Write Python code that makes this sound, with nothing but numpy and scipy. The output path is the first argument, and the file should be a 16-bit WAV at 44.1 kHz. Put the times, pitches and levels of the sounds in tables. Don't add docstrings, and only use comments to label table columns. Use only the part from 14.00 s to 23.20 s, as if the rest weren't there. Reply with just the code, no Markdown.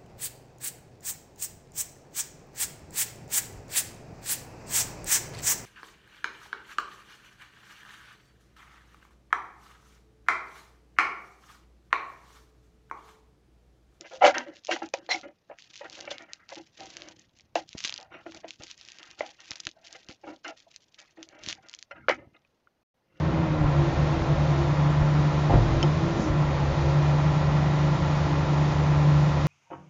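import sys
import numpy as np
from scipy import signal
from scipy.io import wavfile
from scipy.ndimage import uniform_filter1d

SR = 44100
rng = np.random.default_rng(int(sys.argv[2]) if len(sys.argv) > 2 else 0)


def unload_wav(signal):
    wavfile.write(
        sys.argv[1],
        SR,
        np.round(np.clip(np.atleast_2d(signal).T, -1, 1) * 32767).astype(np.int16),
    )


def makeup_ratio(level_db):
    decades = np.asarray(level_db, float) / 20
    return 10 ** decades


N = 405717


def evened(x):
    return x / np.sqrt(np.mean(x ** 2) + 1e-20)


def curve(rows):
    return np.interp(np.arange(N) / SR, *np.transpose(rows))


def add(mix, s, sound):
    part = mix[max(round(s * SR), 0):][:len(sound)]
    part += sound[:len(part)]


def coloured(x, points):
    hz, db = np.transpose(points)
    half = np.interp(np.log(np.fft.rfftfreq(4096, 1 / SR) + 1), np.log(hz), db) * np.log(10) / 20
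    full = np.concatenate([half, half[-2:0:-1]])
    taps = np.fft.ifft(np.exp(full - 1j * signal.hilbert(full).imag)).real[:2048]
    return signal.oaconvolve(x, taps)[:len(x)]


def ring(modes, damping=1., scatter_db=0., count=6000):
    hz, width, db = np.transpose(modes)[:, :, None]
    chance, t = rng.standard_normal((2, len(modes), 1)), np.arange(count) / SR
    decay = np.exp(-np.pi * abs(width) * damping * t)
    envelope = decay * (1 - np.exp(-t * hz / 1.7))
    heights = makeup_ratio(db + scatter_db * chance[0]) * np.sqrt(abs(width))
    detuned_hz = hz * (1 + 0.0089 * chance[1])
    return (heights * envelope * np.sin(2 * np.pi * detuned_hz * t)).sum(0)


def slips(per_s, spread_db, clump_db, clump_s, count=45):
    clumps = evened(uniform_filter1d(rng.standard_normal(N), round(clump_s * SR)))
    size = makeup_ratio(spread_db * np.minimum(rng.exponential(1, N), 4) + clump_db * clumps)
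    ticks = size * rng.choice([-1, 1], N) * (rng.random(N) < per_s / SR)
    nearby_power = abs(uniform_filter1d(ticks ** 2, SR // count))
    return ticks / np.sqrt(nearby_power + 1e-9)


def stroke(s, peak_db, length, swells):
    fade_db, fade_curve, release_db_per_s, attack_s = 36, 1.686, 453, 0.0039
    length = max(length, .005)
    t = np.arange(0, length + .06, 1 / SR)
    progress = np.minimum(t / length, 1)
    lost_db = fade_db * (1 - progress if swells else progress) ** fade_curve
    lost_db = lost_db + release_db_per_s * np.maximum(t - length, 0)
    start = max(round((s - swells * length) * SR), 0)
    gain = np.minimum(t / attack_s, 1) * makeup_ratio(peak_db - lost_db)
    return start, gain[:N - start]


# (time [s], level [dB])
PRESSURE = [(0.0, -73.5), (1.3, -73), (1.9, -71), (3.1, -70), (3.5, -76.5), (4.44, -71.5), (4.83, -64),
            (5.7, -67.5), (6.2, -71), (7.8, -75.5), (8.65, -88), (8.8, -131)]
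# (middle [s], half length [s])
RESTS = [(0.604, .022), (0.929, 0.013), (1.004, .014), (1.328, 0.058), (1.402, .013), (1.46, .025),
         (1.548, .018), (2.282, 0.02), (2.429, 0.045), (2.625, .018), (2.717, .018), (3.152, .015),
         (3.279, .018), (3.327, .015), (3.506, .05), (3.656, .015), (4.091, .03), (4.164, .035),
         (4.246, .011), (4.443, 0.01), (4.577, .021), (4.76, 0.013), (5.158, 0.0099), (5.365, .015),
         (5.749, 0.037), (5.801, 0.017), (6.058, 0.013), (6.186, 0.027), (6.418, 0.032), (6.541, .014),
         (6.665, .015), (6.789, .008), (6.85, .009), (6.907, 0.011), (7.144, 0.012), (7.272, 0.015),
         (7.376, 0.011), (7.585, 0.029), (7.683, .012), (7.87, .03), (8.003, .07), (8.237, 0.064)]


def pressure():
    rest_db, rest_edge = -14, 0.97
    t = np.arange(0, N / SR, .002)
    middle, half = np.transpose(RESTS)[:, :, None]
    dips = np.minimum(np.exp(-abs((t - middle) / half) ** rest_edge).sum(0), 1)
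    return makeup_ratio(curve(PRESSURE) + rest_db * curve(np.transpose([t, dips])))


# (frequency [Hz], width [Hz], level [dB])
LOW_MODES = [(515, 17, -7), (575.5, 25, -7.5), (605.3, 32, 0.5), (657, 40, 1), (773.7, 21, -3),
             (806, 48, 0.5), (955, 25, -6)]
# (frequency [Hz], width [Hz], level [dB])
UPPER_MODES = [(1150, 100, -8.5), (1275, 53, -2), (1400, 90, 5.5), (1578, 76, 2.5), (1674, 45, -1),
               (1843, 52, -2), (1911, 45, -0.5), (2059, 55, 2), (2250, 87, 2), (2500, 40, -5.5),
               (2740, 98, 0), (2950, 53, -6), (3190, 120, -11), (3590, 150, -15)]


def can(panel_hz):
    high = panel_hz > UPPER_MODES[0][0] * .9
    low_modes = LOW_MODES + [(panel_hz, 30, -30 if high else 10)]
    return low_modes, UPPER_MODES + [(panel_hz, 150, 3 if high else -30)]


# (frequency [Hz], width [Hz], level [dB])
AIR_MODES = [(254, 5.1, -19), (315.6, 51, -0.5)]
# (time [s], peak [dB], length [s], panel bitten [Hz])
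BITES = [(0.106, -40, 0.12, 528), (0.206, -22.5, 0.056, 726), (0.221, -10.5, 0.11, 758),
         (0.269, -22, 0.045, 578), (0.68, -33.5, 0.18, 740), (0.941, -42, 0.059, 567),
         (1.087, -29.5, 0.13, 740), (1.805, -37, 0.059, 579), (2.513, -30, 0.025, 560),
         (3.551, -26, 0.069, 761), (3.982, -46.5, 0.16, 770), (5.204, -41.5, 0.11, 642),
         (5.21, -44.5, 0.14, 822), (5.753, -59, 0.32, 656), (6.479, -36, 0.077, 667),
         (7.56, -54, 0.073, 782)]
# (time [s], peak [dB], length [s], panel [Hz])
RUBS = [(0.0, -48, 0.061, 550), (0.458, -46, 0.19, 580), (0.695, -41.5, 0.15, 615),
        (0.816, -33.5, .08, 801), (0.972, -52.5, 0.18, 565), (1.134, -36.5, 0.071, 790),
        (1.227, -41, 0.12, 576), (2.559, -44, 0.087, 552), (2.784, -44, 0.14, 1990),
        (3.094, -60, 0.26, 530), (3.559, -45, 0.11, 698), (3.744, -52.5, 0.046, 445),
        (4.255, -44, 0.079, 687), (4.337, -45, 0.088, 647), (4.431, -46.5, 0.092, 669),
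        (4.598, -48, 0.078, 2620), (5.667, -41.5, 0.022, 616.5), (6.091, -43.5, 0.041, 513.5),
        (6.232, -45, .06, 566), (6.263, -38.5, 0.126, 1340), (7.167, -48.5, 0.12, 624),
        (8.171, -47.5, .17, 567)]
# (time [s], peak [dB], length [s], panel [Hz])
SLIDES = [(0.041, -46, 0.046, 2320), (0.241, -26, 0.11, 1300), (0.34, -32, 0.13, 1840),
          (0.398, -39, 0.022, 1410), (0.708, -27, 0.04, 2325), (0.731, -55, .03, 3770),
          (1.84, -40, 0.04, 1856), (2.132, -66, 0.32, 2230), (2.19, -52, 0.11, 1870),
          (2.277, -62.5, 0.15, 1800), (2.389, -64, 0.15, 1500), (2.491, -51.5, 0.042, 2160),
          (3.855, -59.5, 0.36, 2710), (4.113, -55, 0.23, 1420), (4.989, -60, 0.27, 1360),
          (5.382, -60.5, 0.1, 1900), (5.492, -57, 0.14, 2530), (5.946, -46, 0.022, 1410),
          (6.447, -41.5, 0.088, 1365), (6.973, -62.5, .2, 1650), (7.483, -59.5, 0.21, 2264),
          (7.626, -62.5, 0.26, 1520), (7.946, -52.5, .12, 1416), (8.094, -39, 0.032, 2094),
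          (8.099, -31, 0.069, 1386), (8.337, -61.5, 0.076, 2550)]
# (end [s], peak [dB], length [s], panel [Hz])
DRAGS = [(1.522, -52.5, 0.055, 680), (1.987, -53, 0.04, 2360), (2.133, -49, 0.49, 564),
         (3.085, -53, 0.39, 1164), (4.151, -48, 0.071, 672), (5.205, -48, 0.046, 2270),
         (5.944, -64.5, 0.23, 660), (6.095, -62.5, 0.14, 1350), (7.354, -57, 0.14, 2188),
         (7.487, -50, 0.24, 626), (9.2, -59.5, 0.25, 537)]


def scrape():
    # table, air against low tones [dB], upper against low tones [dB], whether it swells
    kinds = [(BITES, -25.5, -10, False), (RUBS, 0.17, -7.5, False),
             (SLIDES, -2.5, 4.9, False), (DRAGS, -2.6, -1.8, True)]
    drives = [slips(1800, 1.8, clump_db, 0.0087) for clump_db in (6.5, 4.5, 6.)]
    parts = [(0, pressure() * makeup_ratio(-2.5), 2550, 1.8, 7.6)]
    for rows, air_db, upper_db, swells in kinds:
        for s, db, length, panel_hz in rows:
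            parts.append((*stroke(s, db, length, swells), panel_hz, air_db, upper_db))
    out = np.zeros(N)
    for start, gain, panel_hz, air_db, upper_db in parts:
        bodies = (*can(panel_hz), AIR_MODES)
        for modes, drive, offset_db in zip(bodies, drives, (0, upper_db, air_db)):
            body = ring(modes, scatter_db=3, count=3000)
            push = makeup_ratio(offset_db) * gain * drive[start:start + len(gain)]
            add(out, start / SR, signal.fftconvolve(push, body / np.linalg.norm(body)))
    return makeup_ratio(-2.5) * out


# (time [s], level [dB])
RUMBLE = [
    (0.0, -73),
    (0.28, -56),
    (0.46, -70.5),
    (3.89, -62.5),
    (7.38, -74),
    (7.46, -53),
    (7.81, -75.5),
    (8.07, -52),
    (8.87, -91.5),
    (9.2, -60.5),
]
# (time [s], peak [dB], frequency [Hz])
BUMPS = [
    (1.703, -48.5, 131),
    (3.751, -24, 232.7),
    (3.85, -33, 313),
    (4.599, -32, 123.4),
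    (5.512, -32.5, 111.8),
    (5.667, -29.5, 141),
    (6.093, -31, 277),
    (7.474, -30, 250),
    (8.272, -33.5, 85.5),
]


def table():
    jolt_db, jolt_share = -39, 0.69
    band = signal.butter(3, [45, 220], "band", fs=SR, output="sos")
    low = signal.sosfilt(band, slips(830, 3.0, 1.5, 0.018))
    shake = makeup_ratio(curve(RUMBLE) - 2.0)
    for rows, swells in ((RUBS, False), (DRAGS, True)):
        for s, db, length, _ in rows:
            start, gain = stroke(s, db, length, swells)
            add(shake, start / SR, makeup_ratio(jolt_db) * gain ** jolt_share)
    out, t = evened(low) * shake, np.arange(3000) / SR
    for s, db, hz in BUMPS:
        add(out, s, makeup_ratio(db + 1.5) * np.sin(2 * np.pi * hz * t) * np.exp(-t / 0.0014))
    return signal.sosfilt(signal.butter(2, 55, "high", fs=SR, output="sos"), out)


# (frequency [Hz], level per Hz [dB])
ROOM_COLOUR = [(18, -39.5), (30, -3.5), (641, -3.5), (704, -6.5), (1390, -13.5), (6480, -24.5), (8000, -36),
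               (10400, -36.5), (17600, -120)]


def room():
    room_db, patchy_db = -67.5, 2.2
    bins_hz, (hz, db) = np.fft.rfftfreq(512, 1 / SR), np.transpose(ROOM_COLOUR)
    a, b, patches = rng.standard_normal((N // 128 + 5, 257, 3)).T
    patches = evened(uniform_filter1d(uniform_filter1d(patches, 4, 0), 6, 1))
    colour_db = np.interp(np.log(bins_hz + 1), np.log(hz), db)[:, None]
    z = (a + 1j * b) * makeup_ratio(colour_db + patchy_db * patches)
    return makeup_ratio(room_db) * evened(signal.istft(z, nperseg=512, noverlap=384)[1][:N])


def grain(db, count=500):
    t = np.arange(count) / SR
    hz = np.clip(3900 * makeup_ratio(-.12 * (db + 29.5) + 3.7 * rng.standard_normal()), 1500, 7000)
    rattle = rng.standard_normal(count) * np.exp(-t / 0.00068) * makeup_ratio(-11)
    rattle[0] += 1.5
    r = np.exp(-np.pi * 1.15 * hz / SR)
    click = signal.lfilter([1, 0, -1], [1, -2 * r * np.cos(2 * np.pi * hz / SR), r * r], rattle)
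    return makeup_ratio(db) * click / abs(click).max()


# (time [s], peak [dB], length [s])
RIPS = [(.267, -30, 0.06), (.339, -40.5, 0.06), (.386, -49, .09), (.71, -29, .1), (.826, -48, 0.075),
        (.934, -39, .07), (1.09, -38, .05), (1.104, -27, 0.11), (1.177, -55, 0.085), (1.756, -50.5, 0.19),
        (1.924, -43, 0.19), (2.103, -30.5, 0.053), (2.495, -47, 0.22), (2.83, -50.5, 0.52),
        (3.348, -67.5, 0.1), (3.553, -33.5, 0.09), (3.779, -45, 0.14), (3.847, -27, 0.045),
        (4.478, -45.5, .11), (5.188, -38, 0.04), (5.248, -49, 0.12), (5.515, -47.5, 0.043),
        (5.555, -46, 0.024), (5.595, -60.5, 0.09), (4.68, -49, .09), (5.456, -52.5, .07),
        (5.84, -50.5, .06), (6.56, -57.5, .12), (6.815, -58.5, .05), (1.57, -59, .15), (5.923, -50, 0.13),
        (6.106, -55, 0.022), (6.274, -58, 0.091), (6.477, -43.5, .065), (6.984, -46, 0.045),
        (7.224, -50, .06), (7.487, -32.5, 0.08), (8.094, -38, .09)]
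# (end [s], peak [dB], length [s])
STRAINS = [(.072, -47, 0.16), (.267, -22, 0.058), (.571, -52.5, 0.052), (.71, -43.5, 0.1),
           (1.62, -63, 0.077), (1.756, -56, 0.17), (2.81, -48, 0.084), (3.736, -54.5, 0.11),
           (3.779, -41, 0.02), (3.847, -38, 0.046), (3.963, -56, 0.23), (4.382, -52.5, 0.21),
           (4.645, -48, 0.074), (4.717, -56.5, 0.15), (5.416, -59, 0.035), (5.515, -51.5, 0.072),
           (5.871, -49, 0.027), (6.106, -49.5, 0.034), (6.45, -51.5, 0.021), (6.71, -59, .02),
           (7.487, -39, 0.11), (7.834, -68, 0.48), (9.2, -65.5, 0.12)]
# (frequency [Hz], level [dB])
TEAR_COLOUR = [(400, -35.5), (1000, -8.5), (2000, -2), (3000, 4.5), (5000, 1), (7000, -0.5)]
# (time [s], peak [dB])
SNAPS = [(0.0101, -21.5), (0.3824, -11.5), (0.67, -24), (0.9389, -15), (1.7623, -31.5), (2.009, -22),
         (2.1825, -23.5), (2.334, -18.5), (2.5562, -25), (2.9687, -18.5), (3.0204, -23.5), (3.5548, -14),
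         (4.5069, -21.5), (4.636, -20.5), (4.713, -22), (4.986, -26.5), (5.03, -26.5), (5.5082, -18.5),
         (5.5164, -16.5), (5.557, -25.5), (5.56, -25), (5.602, -17), (5.605, -23), (5.652, -26),
         (5.653, -28.5), (5.6556, -31), (5.6694, -9), (6.7619, -20), (7.229, -22.5), (7.739, -23),
         (7.7928, -33.5), (7.8267, -22.5), (8.0927, -14),
         (3.6912, -26), (3.73, -26.5), (3.781, -21.5), (3.8044, -19), (3.84, -15), (3.8483, -9.5),
          (3.8519, -10), (3.8758, -16), (3.882, -21), (3.895, -14.5), (3.904, -23), (3.925, -18),
          (3.9616, -24), (3.9782, -24), (4.8123, -28), (4.9026, -33.5), (2.491, -26), (5.9275, -24.5),
          (7.4364, -24), (7.4629, -17.5), (7.487, -12), (7.4993, -22.5), (7.5273, -17.5), (7.6961, -26)]
# (time [s], peak [dB])
TICKS = [(0.5681, -35), (0.637, -39.5), (0.649, -28.5), (0.6575, -32), (.7545, -24), (.793, -33),
         (.8328, -36), (0.8603, -30.5), (0.8889, -32), (.987, -35.5), (1.0643, -38), (1.162, -24),
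         (1.184, -42), (1.1936, -47), (1.2128, -29.5), (1.5868, -32), (1.5943, -40), (1.6227, -31.5),
         (1.7402, -31), (1.757, -26.5), (1.766, -28.5), (1.7767, -26), (1.8986, -26), (1.9087, -39),
         (1.9202, -33), (1.9285, -25), (1.9346, -32), (1.983, -30), (2.0049, -27.5), (2.0532, -31),
         (2.2228, -33.5), (2.547, -27.5), (2.5606, -31), (2.587, -33.5), (2.8058, -26.5),
         (2.8577, -28), (2.8676, -37), (2.9031, -29), (2.931, -50), (2.962, -38), (3.0864, -27.5),
         (3.1115, -37), (3.1948, -35), (3.3878, -37.5), (3.3972, -39.5), (3.408, -37), (3.7736, -40),
         (3.7891, -19.5), (3.8328, -32), (3.8896, -27), (3.911, -43), (3.9406, -18.5), (3.9822, -28),
         (4.001, -34), (4.012, -31), (4.0287, -32.5), (4.3216, -30), (4.3469, -30), (4.365, -37),
         (4.6226, -28.5), (4.68, -36.5), (4.728, -37), (4.7775, -33.5), (4.8506, -32.5), (4.878, -35),
              (4.8867, -28.5), (4.9193, -27.5), (4.958, -41), (5.037, -36), (5.1121, -30), (5.1938, -29),
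              (5.2485, -41), (5.2637, -28), (5.292, -35), (5.318, -46), (5.404, -29.5), (5.4569, -33.5),
              (5.5338, -36), (5.5819, -35), (5.6351, -40), (5.6905, -26.5), (5.7138, -35), (5.8713, -32),
              (5.993, -47), (6.0457, -41.5), (6.087, -26), (6.1045, -34), (6.1119, -30), (6.126, -33),
              (6.3622, -37), (6.4804, -25), (6.594, -42), (6.6027, -34.5), (6.7433, -39), (6.9445, -34),
              (6.9906, -40), (7.0012, -29.5), (7.016, -37), (7.109, -42), (7.2889, -31.5), (7.5103, -18.5),
              (7.5515, -35), (7.6863, -29), (7.7142, -38.5), (7.7312, -32), (7.7484, -26.5), (7.7892, -26),
              (9.199, -46)]


def crackle():
    rasp_db, rasp_share = -41, 0.86
    level = pressure() * makeup_ratio(11)
    for rows, swells in ((RIPS, False), (STRAINS, True)):
        for row in rows:
            start, gain = stroke(*row, swells)
            add(level, start / SR, gain)
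    dense = np.clip(rasp_share * level / (level + makeup_ratio(rasp_db)), 0, 1)
    tears = evened(slips(1600, 2.6, 5.3, 0.012, count=22))
    drive = (1 - dense) * tears + dense * rng.standard_normal(N)
    fine = evened(coloured(drive, TEAR_COLOUR)) * level
    large = np.zeros(N)
    for s, db in SNAPS + TICKS:
        add(large, s, makeup_ratio(-0.5) * grain(db))
    return fine + coloured(large, [(300, -4.0), (1500, -3.5), (2500, 2.0)])


# (time [s], peak [dB], upper against low tones [dB],
# time to fall 60 dB [s], upper panel struck [Hz])
KNOCKS = [(0.219, -11.5, -8, 0.2, 1294), (0.244, -7.5, -5.5, 0.04, 2100), (0.25, -9, -1.5, 0.045, 2950),
          (0.276, -13.5, -7.5, 0.052, 1290), (0.69, -20, -27, 0.05, 1460), (.762, -29.5, 2.5, .03, 1570),
          (0.819, -26, -10, 0.044, 1300), (0.938, -18, -3, 0.039, 2400), (1.09, -24.5, -6, 0.024, 1800),
          (1.498, -36, -12, 0.065, 1740), (1.513, -33, -12.5, 0.047, 2240), (2.076, -32.5, 2, 0.05, 2270),
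          (2.113, -29.5, 0.5, 0.032, 3440), (3.5556, -12.5, -6, 0.04, 2680),
          (4.263, -35, -0.5, 0.041, 1800), (4.444, -29, -9.5, 0.028, 1150), (5.207, -17, -4, 0.021, 2080),
          (6.445, -44.5, 5, 0.03, 1390), (6.666, -51, -30, 0.11, 1660), (7.91, -39.5, 9, 0.13, 1360),
          (8.0842, -14, 5.5, 0.029, 1483), (8.0959, -12.5, 3.5, 0.015, 1030),
          (8.365, -65.5, 16, 0.033, 3750), (8.449, -62, 12, 0.027, 2440), (8.672, -68.5, 21.5, 0.028, 1400)]


def knocks():
    out, strokes = np.zeros(N), np.array(BITES + RUBS)
    for s, db, upper_db, t60, bright_hz in KNOCKS:
        blow = 0.099 * rng.standard_normal(300) * np.exp(-np.arange(300) / (0.0036 * SR))
        blow[:9] += np.hanning(9)
        damping = .07 / max(t60, .02)
        panel_hz = strokes[abs(strokes[:, 0] - s).argmin(), 3]
        bodies = can(panel_hz)[0], UPPER_MODES + [(bright_hz, 70, 11)]
        low, upper = (signal.oaconvolve(ring(modes, damping, scatter_db=2, count=4000), blow)
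                      for modes in bodies)
        add(out, s, makeup_ratio(db) * (low / abs(low).max() + makeup_ratio(upper_db) * upper / abs(upper).max()))
    return out


# (time [s], peak [dB], time to fall 60 dB [s])
BOOMS = [
    (0.466, -41, .2),
    (0.818, -37, 0.12),
    (3.557, -33.5, .15),
    (4.264, -38.5, 0.17),
    (2.595, -45, 0.17),
    (4.289, -40, .08),
    (4.445, -44, 0.24),
    (6.239, -42.5, 0.15),
    (7.181, -45.5, 0.33),
]


def booms():
    boom_hz, rise_s = 325, 0.0052
    out, t = np.zeros(N), np.arange(9000) / SR
    tone = np.minimum(t / rise_s, 1) * np.sin(2 * np.pi * boom_hz * t)
    for s, db, t60 in BOOMS:
        add(out, s, makeup_ratio(db - 60 * t / t60) * tone)
    return out


# (frequency [Hz], width [Hz], level [dB])
STEEL_MODES = [(1534, 40, -1), (2040, 20, -8.5), (2920, 60, 0), (3160, 54, -3.5), (4270, 45, -9),
               (5150, 60, -13.5), (5780, 60, -9), (6940, 90, -13.5)]
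# (time [s], peak [dB], rattle [s])
CLANKS = [
    (0.71, -23.5, 0.018),
    (2.105, -38, 0.0036),
    (2.115, -38, 0.0046),
    (4.127, -52.5, .04),
    (6.445, -33, 0.003),
    (6.466, -60, 0.0033),
    (6.482, -42, 0.0018),
    (6.499, -51, 0.0038),
    (7.91, -43.5, 0.0066),
    (8.096, -27.5, .006),
]


def clanks():
    out, t = np.zeros(N), np.arange(2600) / SR
    for s, db, rattle in CLANKS:
        ticks = rng.standard_normal(2600) + 4.3 * (t == 0)
        ticks = ticks * np.exp(-t / max(rattle, .001))
        tone = signal.oaconvolve(ring(STEEL_MODES, scatter_db=-3, count=3000), ticks)
        add(out, s, makeup_ratio(db) * tone / abs(tone).max())
    return out


# (time [s], length [s], level [dB], start pitch [Hz], end pitch [Hz])
SQUEAKS = [(1.09, 0.051, -30, 4260, 3960), (1.101, 0.036, -24, 2040, 2096),
           (1.139, 0.016, -29.5, 2200, 2230), (1.166, 0.015, -43, 2130, 2150),
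           (1.106, .048, -35.5, 5600, 5630), (2.085, 0.13, -54.5, 2250, 2134),
           (2.27, 0.091, -59, 1748, 1947), (2.39, 0.084, -69.5, 1450, 1380),
           (2.4, 0.067, -64.5, 1951, 1925), (8.01, .072, -61.5, 1400, 1368),
           (8.006, .065, -65.5, 2164, 2144)]


def squeaks():
    out = np.zeros(N)
    for s, length, db, from_hz, to_hz in SQUEAKS:
        wander = uniform_filter1d(rng.standard_normal((2, 9000)), size=300, axis=1)
        a, b = wander[:, :round(length * SR)]
        turn = 2 * np.pi * np.cumsum(np.linspace(from_hz, to_hz, len(a))) / SR
        tone = evened(a * np.cos(turn) + b * np.sin(turn))
        add(out, s, makeup_ratio(db) * np.hanning(len(a)) ** .5 * tone)
    return out


def scene():
    near = scrape() + crackle() + knocks() + booms() + clanks() + squeaks()
    near = signal.sosfilt(signal.butter(4, 260, "high", fs=SR, output="sos"), near)
    t = np.arange(5000) / SR
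    echo = rng.standard_normal(5000) * makeup_ratio(-60 * t / 0.081) * (t > .003)
    wet = signal.oaconvolve(near, echo / np.linalg.norm(echo))[:N]
    return (near + makeup_ratio(-19.5) * wet + table() + room())[None]


def denoised(x):
    z = signal.stft(x, nperseg=512, noverlap=384)[2]
    power = uniform_filter1d(uniform_filter1d(abs(z) ** 2, size=5, axis=0), size=5, axis=1) + 1e-16
    floor = np.percentile(power[:, ::4], 15, axis=1)[:, None]
    gain = np.maximum(1 - makeup_ratio(4.0) * floor / power, makeup_ratio(-7.0))
    return signal.istft(z * gain, nperseg=512, noverlap=384)[1][:N]


def band_limit(x):
    return signal.sosfilt(signal.butter(12, 15450, fs=SR, output="sos"), x)


# (frequency [Hz], level [dB])
PHONE_COLOUR = [(6200, 0), (7000, -4.5), (7600, -16), (8100, -27.5), (8500, -46), (9000, -95)]


def record(dry):
    gap_start_s, gap_end_s, gap_fade_s = 8.834, 8.94, .004
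    t = np.arange(N) / SR
    gap = np.clip(np.maximum(gap_start_s - t, t - gap_end_s) / gap_fade_s, 0, 1)
    x = coloured(denoised(np.tanh(dry[0])), PHONE_COLOUR)
    x = x + makeup_ratio(-84) * rng.standard_normal(N) * .5
    return band_limit((x * gap)[None])


dry = scene()
out = record(dry)
unload_wav(out)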